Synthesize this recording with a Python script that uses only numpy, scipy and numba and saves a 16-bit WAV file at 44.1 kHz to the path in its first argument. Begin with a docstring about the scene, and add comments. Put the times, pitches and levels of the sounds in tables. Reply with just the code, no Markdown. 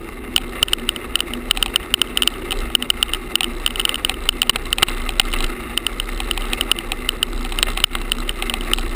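"""On a bicycle's handlebar over asphalt: one microphone in a camera that rides loosely in a hard housing.
Beneath, the road hums and buzzes up through the frame: noise and uneven jolts shake its resonances.
The mount sways about thirty times a second, a low sine, and ticks twice in each cycle.
Closest, the camera knocks on its housing: blows set decaying modes ringing. The recorder ducks after loud
knocks, overloads, and holds each sample of a 12 kHz converter, which mirrors the whole sound into the treble."""
import sys
import numpy as np
from scipy import signal
from scipy.fft import rfft, irfft
from scipy.io import wavfile
from numba import njit

SR = 44100
rng = np.random.default_rng(int(sys.argv[2]) if len(sys.argv) > 2 else 0)


def to_linear_factor(level_db):
    """Convert decibel levels (scalar or array-like) to linear amplitude factors."""
    exponent = np.asarray(level_db, float) / 20
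    return 10 ** exponent


def materialize(psi):
    """Save the field psi as 16-bit PCM at rate SR to the path in sys.argv[1].

    A 1-D psi becomes a single channel; in a 2-D psi each row is a channel.
    """
    bounded = np.clip(np.atleast_2d(psi).T, -1, 1)
    quanta = np.round(bounded * 32767).astype(np.int16)
    wavfile.write(sys.argv[1], SR, quanta)


N = 394694


def in_time(rows):
    """Columns of a table, joined by straight lines in time."""
    start_s, *columns = np.transpose(rows)
    return [np.interp(np.arange(N) / SR, start_s, column) for column in columns]


def rms_one(x):
    """Scaled to unit rms."""
    return x / np.sqrt(np.mean(x ** 2) + 1e-20)


def drift(rate_hz):
    """Slow chance: noise twice through a one-pole low-pass, made at a fortieth of the rate; spread 1."""
    r = np.exp(-2 * np.pi * rate_hz * 40 / SR)
    noise = rng.standard_normal(N // 40 + 2002)
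    slow = signal.lfilter([1], [1, -2 * r, r * r], noise)[2000:]   # the filter has settled by then
    return np.interp(np.arange(N) / 40, np.arange(len(slow)), rms_one(slow))


def resonant(shaking, peaks, patchy_db, rate_hz):
    """Shaking through parallel resonances, each swelling and fading on its own; rms 1."""
    out = 0
    for k, (pitch_hz, width_hz, level_db) in enumerate(peaks):
        r = np.exp(-np.pi * width_hz / SR)
        w = 2 * np.pi * pitch_hz / SR
        band = signal.lfilter([1, 0, -1], [1, -2 * r * np.cos(w), r * r], shaking)
        gain = to_linear_factor(level_db + patchy_db * drift(rate_hz))
        out = out + (-1) ** k * gain * rms_one(band)
    return rms_one(out)


def struck(modes, at_s, blow_db, scatter_db, tilt_db=0):
    """Every blow sets each mode ringing, tilted by dB per octave about 3 kHz; neighbours in opposite phase."""
    at = np.clip((np.asarray(at_s) * SR).astype(int), 0, N - 1)
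    luck = rng.standard_normal((len(at), len(modes)))
    out = np.zeros(N)
    for k, (pitch_hz, level_db, t60_s) in enumerate(modes):
        tilted_db = blow_db + level_db + tilt_db * np.log2(pitch_hz / 3000)
        clicks = np.full(N, 1e-18)
        clicks[at] = to_linear_factor(tilted_db + scatter_db * luck[:, k]) * (-1) ** k
        r = to_linear_factor(-60 / (t60_s * SR))
        w = 2 * np.pi * pitch_hz / SR
        out += signal.lfilter([0, np.sin(w)], [1, -2 * r * np.cos(w), r * r], clicks)
    return out


def scuffed(at_s, blow_db, spread_s, fade_db_per_s):
    """A loose contact: the first touch and four fainter ones trailing it at random."""
    late_s = rng.exponential(spread_s, (len(at_s), 5)) * [0, 1, 1, 1, 1]
    touch_s = at_s[:, None] + late_s
    touch_db = blow_db[:, None] - fade_db_per_s * late_s
    return touch_s.ravel(), touch_db.ravel()


# spectrum of the rolling noise: pitch_hz [Hz], level_db [dB per Hz, relative]
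ROLL_SPECTRUM = [(15, -29), (25, 22.5), (52, 6), (166, 7), (352, -11.5), (980, -4), (1230, -9), (2080, -13),
                 (2330, -87), (2670, -19), (5800, -42), (7540, -69), (12800, -120)]


def roll(rough_db):
    """Broad rolling noise, shaped in frequency, slightly louder on coarse asphalt."""
    pitch_hz, level_db = np.transpose(ROLL_SPECTRUM)
    bins_hz = np.arange(1, N // 2 + 2) * SR / N
    colour = to_linear_factor(np.interp(np.log(bins_hz), np.log(pitch_hz), level_db))
    noise = irfft(rfft(rng.standard_normal(N)) * colour, N)
    return to_linear_factor(-40 + 0.18 * rough_db) * rms_one(noise)   # 0.18 dB per dB of coarseness


# lowest resonances shaken by the road: pitch_hz [Hz], width_hz [Hz], level_db [dB, relative]
THUMP_PEAKS = [(53.9, 4.4, 7.5), (105, 46, -2.5), (125, 90, -9), (154, 20, -11)]


def thump(rough_db):
    """Noise through the lowest resonances, a rumble that follows the coarseness and wavers."""
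    level_db = -37 + 0.85 * rough_db + 2.4 * drift(5.7)
    return to_linear_factor(level_db) * resonant(rng.standard_normal(N), THUMP_PEAKS, patchy_db=0.0, rate_hz=13)


# resonances of the low hum: pitch_hz [Hz], width_hz [Hz], level_db [dB, relative]
HUM_PEAKS = [(241.3, 14.6, -6.5), (344.2, 35, -4.5), (401.5, 99, -7)]


def hum(hum_db):
    """Noise through low resonances, heard as a hum through the frame."""
    mean_over_steady_db = 3
    ringing = resonant(rng.standard_normal(N), HUM_PEAKS, patchy_db=1.15, rate_hz=6.7)
    return to_linear_factor(hum_db + mean_over_steady_db) * ringing


def grit():
    """Grit under the tyres: uneven jolts of either sign, about 600 a second, over noise; it flickers."""
    falls = rng.random(N) < 600 / SR
    strength = to_linear_factor(2.8 * np.minimum(rng.exponential(1, N), 5))
    jolts = falls * strength * rng.choice([-1, 1], N)
    return (rms_one(jolts) + 0.8 * rng.standard_normal(N)) * to_linear_factor(2.97 * drift(41.5))


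# resonances brought out by coarse asphalt: pitch_hz [Hz], width_hz [Hz], level_db [dB, relative]
COARSE_PEAKS = [(480, 66, -3.5), (574, 65, -4.5)]


def coarse(shaking, rough_db):
    """Grit through two resonances that rise steeply with the coarseness."""
    ringing = resonant(shaking, COARSE_PEAKS, patchy_db=2.5, rate_hz=8.5)
    return to_linear_factor(-45.5 + 1.7 * rough_db) * ringing


# frame and housing resonances: pitch_hz [Hz], width_hz [Hz], level_db [dB, relative]
BUZZ_PEAKS = [(793, 155, -5), (1116, 39, -4.5), (1258, 120, 0), (1836, 120, -4), (2074, 90, 0.5),
              (2740, 160, -2), (3700, 260, -8.5)]


def buzz(shaking, buzz_db):
    """Grit shakes the frame and housing resonances, each flickering on its own."""
    mean_over_steady_db = 3.0
    level_db = buzz_db + mean_over_steady_db + 0.86 * drift(3.5)
    return to_linear_factor(level_db) * resonant(shaking, BUZZ_PEAKS, patchy_db=1.5, rate_hz=34)


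# the asphalt passing below: start_s [s], buzz_db [dB, steady level, also the coarseness],
# hum_db [dB, steady level]
ASPHALT = [(0.0, -39.5, -35.5), (0.5, -37.5, -35.5), (1.17, -36.5, -34.5), (2.09, -38, -34.5),
           (2.34, -38, -33), (2.59, -36, -34), (3.19, -38.5, -37), (3.96, -34.5, -35), (4.16, -38.5, -36),
           (4.44, -37.5, -37.5), (5.11, -34.5, -35.5), (5.51, -34, -32.5), (5.81, -38, -37),
           (6.66, -34, -35), (7.35, -38.5, -35.5), (7.68, -35.5, -35), (7.83, -38, -38), (8.42, -38, -36),
           (8.62, -34.5, -33.5), (8.95, -36.5, -36.5)]


def road():
    """The asphalt below: its coarseness drives the layers, and one grit shakes both buzz and coarse peaks."""
    buzz_db, hum_db = in_time(ASPHALT)
    rough_db = buzz_db - buzz_db.mean()
    shaking = grit()
    low = roll(rough_db) + thump(rough_db) + hum(hum_db)
    return low + coarse(shaking, rough_db) + buzz(shaking, buzz_db)


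# modes of the loose clamp: pitch_hz [Hz], level_db [dB, relative], t60_s [s]
CLAMP_MODES = [(4014, -7, 0.013), (3460, -13, 0.008), (4100, -31, 0.0045), (3060, -10, 0.014),
               (4680, -8, 0.0029), (5430, -13, 0.0067), (5500, -26, 0.0071), (1310, -6, 0.011)]


def ticks(turns, force_db):
    """The clamp's slack closes with a short scuff every half cycle of sway, with stray contacts between."""
    closes = np.flatnonzero(np.diff(np.floor(2 * turns)))
    luck = rng.standard_normal((len(closes), 2))
    at_s = closes / SR + 0.00073 * luck[:, 0]
    level_db = -33.5 + force_db[closes] + 2.5 * luck[:, 1]
    touches = scuffed(at_s, level_db, spread_s=0.0013, fade_db_per_s=1800)
    loose = rng.random((1500, 2))      # stray contacts: (moment, weakness)
    stray = (loose[:, 0] * (N - 1)).astype(int)
    stray_db = -47.0 + force_db[stray] - 12.0 * loose[:, 1]
    crackle = struck(CLAMP_MODES, stray / SR, stray_db, scatter_db=2.0)
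    return crackle + struck(CLAMP_MODES, *touches, scatter_db=4.5)


# the mount's sway before its waver: start_s [s], pitch_hz [Hz], level_db [dB rms]
MOUNT_SWAY = [(0.0, 34.1, -42.5), (0.62, 32.3, -29.5), (0.97, 29.05, -38), (1.42, 29.3, -41),
              (1.62, 34.4, -25), (1.82, 41.85, -44), (2.07, 42.4, -35), (2.34, 31.7, -39),
              (2.59, 31.8, -21.5), (2.86, 28.8, -39), (3.21, 30.6, -24.5), (3.34, 34.37, -40),
              (3.49, 30.17, -24), (3.89, 30.3, -34), (4.83, 30.37, -26.5), (5.46, 29.06, -22),
              (5.66, 34.3, -39), (6.11, 35.26, -24.5), (6.63, 32.67, -29.5), (6.76, 35.4, -31),
              (6.88, 30.24, -29.5), (7.95, 30.25, -23), (8.23, 31.83, -26.5), (8.95, 30.1, -24.5)]


def mount():
    """The mount swings as a wavering low sine; its clamp ticks harder when it sways harder."""
    pitch_hz, level_db = in_time(MOUNT_SWAY)
    usual_db, waver_hz = -27, 1.6
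    sway_db = level_db + 3.2 * drift(5.7)
    turns = np.cumsum(pitch_hz + waver_hz * drift(4.8)) / SR
    sway = np.sqrt(2) * to_linear_factor(sway_db) * np.sin(2 * np.pi * turns)
    return sway + ticks(turns, sway_db - usual_db)   # 1 dB of tick per dB of sway


# bumps that jolt the whole mount: start_s [s], blow_db [dB, relative]
MOUNT_JOLTS = [(0.554, -23), (4.4946, 7), (4.558, -4.5), (4.823, -3), (4.8288, 5.5), (4.884, -5.5),
               (5.1968, -2), (5.337, -4.5), (5.441, -9), (7.6278, 0), (7.802, -11), (7.932, -17.5),
               (7.952, -5), (8.015, -15), (8.424, -7.5)]
# modes of the frame: pitch_hz [Hz], level_db [dB, relative], t60_s [s]
FRAME_MODES = [(410, -9, 0.0079), (808, -17.5, 0.033), (1110, -6.5, 0.01), (1350, -1, 0.0069),
               (1900, 1.5, 0.0025), (2110, -2.5, 0.014), (2786, -3.5, 0.012), (3300, -4, 0.0051),
               (3950, -4.5, 0.0089)]


def mount_jolts():
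    """Each bump is a loose contact whose trailing touches ring the frame."""
    start_s, blow_db = np.transpose(MOUNT_JOLTS)
    touches = scuffed(start_s, blow_db - 8.0, spread_s=0.0025, fade_db_per_s=1200)
    return struck(FRAME_MODES, *touches, scatter_db=3.5)


def contact(modes, blows, usual_db):
    """A contact point rings nearly alike each time; harder blows are shorter contacts, thinner and brighter."""
    start_s, blow_db = np.transpose(blows)
    return struck(modes, start_s, blow_db, scatter_db=0.33, tilt_db=0.22 * (blow_db - usual_db))


# camera against the housing's door: start_s [s], blow_db [dB, relative]
DOOR_BLOWS = [(0.3786, 0), (1.5726, -7), (1.6602, -6.5), (2.525, -8.5), (3.407, -2.5), (4.0952, -2),
              (4.4295, -4.5), (4.5591, -4.5), (4.7836, -4.5), (5.091, -7), (5.1969, 6.5), (5.2144, -7.5),
              (5.4056, -12), (6.2026, -8), (6.376, -8), (6.5328, -2.5), (6.9188, -4.5), (7.449, -14),
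              (7.5216, -13.5), (7.6277, 1), (7.7743, -6.5), (7.9514, -12), (8.4233, -8), (8.5386, -4.5),
              (8.7846, -10.5)]
# modes of the door, close pairs beat: pitch_hz [Hz], level_db [dB, relative], t60_s [s]
DOOR_MODES = [(768, -13.8, 0.0531), (1167, 9.5, 0.0077), (1187, 9.0, 0.0075), (1926, -10.1, 0.0112),
              (2247, -15.8, 0.0143), (2504, -1.4, 0.0133), (2918, 9.5, 0.0047), (3008, 7.8, 0.0077),
              (3323, -17.5, 0.0208), (3943, 6.9, 0.0044), (3860, 9.5, 0.004), (4352, -9.9, 0.0069),
              (5300, -17, 0.007), (5650, -24, 0.006)]


def door_knocks():
    """The camera strikes the housing's door, a hollower knock."""
    return contact(DOOR_MODES, DOOR_BLOWS, usual_db=-9.0)


# camera against the housing's wall: start_s [s], blow_db [dB, relative]
WALL_BLOWS = [(0.3619, 7), (0.6284, 8.5), (0.683, -11.5), (0.7328, 4), (0.8903, 0.5), (0.961, -11.5),
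              (1.1553, 1.5), (1.191, -15), (1.2046, -2.5), (1.3356, -10), (1.51, 6.5), (1.6262, 3),
              (1.759, 5), (1.9399, 5.5), (2.0158, 4.5), (2.1729, 0.5), (2.2213, 1), (2.2322, -4.5),
              (2.2747, 5), (2.5078, -8.5), (2.5189, -7.5), (2.7508, 7.5), (2.824, -6.5), (2.9018, 5),
              (3.0274, 4), (3.1347, -3), (3.1466, -11), (3.355, 2.5), (3.4317, -6), (3.4425, -5),
              (3.6624, 1.5), (3.6762, -8.5), (3.706, -14.5), (3.7575, -10), (3.7963, -3.5), (3.8, -6.5),
              (3.813, -14), (3.8517, 1.5), (3.8924, -2), (3.943, -7), (3.956, -9), (4.0479, 0),
              (4.141, -16.5), (4.2895, 6.5), (4.4178, 3), (4.495, 8.5), (4.7282, 1), (4.829, 8),
              (5.1972, 5), (5.3284, -13.5), (5.338, -12), (5.443, -9.5), (5.7754, -0.5), (5.8658, -1),
              (5.999, -4.5), (6.311, -3), (6.42, -16), (6.6099, -0.5), (6.7149, 5.5), (6.718, -9),
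              (6.7873, -9), (7.0898, 0), (7.2288, 1.5), (7.5873, -4.5), (7.628, 1.5), (7.8396, 11.5),
              (8.1184, -0.3), (8.2925, -4.5), (8.4969, -5), (8.609, -14.5), (8.734, 2)]
# modes of the wall; close pairs beat, so a knock swells for a millisecond, holds and then drops:
# pitch_hz [Hz], level_db [dB, relative], t60_s [s]
WALL_MODES = [(775, -36, 0.04), (1256, -15.4, 0.0166), (1416, -16.5, 0.0245), (1870, 4.4, 0.0044),
              (1908, 3.4, 0.0059), (2595, -6.0, 0.0081), (2897, 7.0, 0.0077), (3070, 5.5, 0.0078),
              (3745, 1.1, 0.0049), (3621, -1.3, 0.0059), (4354, -24.6, 0.0141), (5082, 4.4, 0.006),
              (5093, 3.5, 0.0072), (5550, -24, 0.005), (2960, -31, 0.03)]


def wall_knocks():
    """The camera strikes the housing's wall, a bright tick; the hardest blows rebound lightly."""
    faint_db, faint_spread_db, faint_wait_s = -24.5, 2.5, 0.05
    start_s, blow_db = np.transpose(WALL_BLOWS)
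    hard_s = start_s[blow_db > 2]
    late, strong = rng.standard_normal((2, len(hard_s)))
    rebound_s = hard_s + faint_wait_s * np.exp(0.25 * late)
    rebound_db = faint_db + faint_spread_db * strong
    rebounds = np.column_stack([rebound_s, rebound_db])
    return contact(WALL_MODES, np.vstack([WALL_BLOWS, rebounds]), usual_db=-5.0)


def scene():
    """One microphone feeds both channels: road below, mount beneath the camera, knocks closest."""
    knocks = mount_jolts() + door_knocks() + wall_knocks()
    return np.tile(road() + mount() + knocks, (2, 1))


@njit
def duck(over_db, attack, hold, hold_per_db, knee_db, longest, release):
    """The highest excess over the mark is held, longer past the knee, then let go; the cut follows with a lag."""
    peak, cut, wait, out = 0.0, 0.0, 0.0, np.zeros(len(over_db))
    for i in range(len(over_db)):
        if over_db[i] > peak:
            peak = over_db[i]
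            wait = hold + min(hold_per_db * max(over_db[i] - knee_db, 0.0), longest)
        elif wait > 0:
            wait -= 1
        else:
            peak *= release
        cut += attack * (peak - cut)
        out[i] = cut
    return out


def band_limit(x):
    """A steep low-pass at the top of the band."""
    return signal.sosfilt(signal.butter(12, 16470, fs=SR, output="sos"), x)


def record(dry):
    """Sampled at 12 kHz with gain control and overload; each sample is held four times, then the top is cut."""
    held_rate = 12000   # Hz
    mark_db, share, knee_db = -1.5, 0.94, 11.0   # share: dB of cut per dB over the mark
    attack_s, hold_s, hold_s_per_db, longest_s = 0.001, 0.019, 0.8, 0.036   # longest extra hold
    release_s, lag_s = 0.0083, 0.0067
    slow = signal.resample_poly(dry[0], 40, 147)
    over_db = share * (20 * np.log10(np.abs(slow) + 1e-9) - mark_db)
    cut_db = duck(over_db, 1 / (attack_s * held_rate), hold_s * held_rate, hold_s_per_db * held_rate,
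                  knee_db, longest_s * held_rate, np.exp(-1 / (release_s * held_rate)))
    cut_db = np.roll(cut_db, round(lag_s * held_rate))   # the gain moves only after the knock has passed
    overloaded = np.clip(slow * to_linear_factor(-cut_db), -1.15, 1.15)
    held = signal.resample_poly(np.repeat(overloaded, 4), 147, 160)[:N]   # 48 kHz to SR
    held = np.pad(held, (0, N - len(held)))
    bins_hz = np.arange(N // 2 + 1) * SR / N
    top_db = np.interp(bins_hz, [15050, 15350, 16350, 16600], [-1, -20, -26, -70])
    mix = irfft(rfft(held) * to_linear_factor(top_db), N)
    return band_limit(np.tile(np.clip(mix, -.96, .96), (2, 1)))


dry = scene()
out = record(dry)
materialize(out)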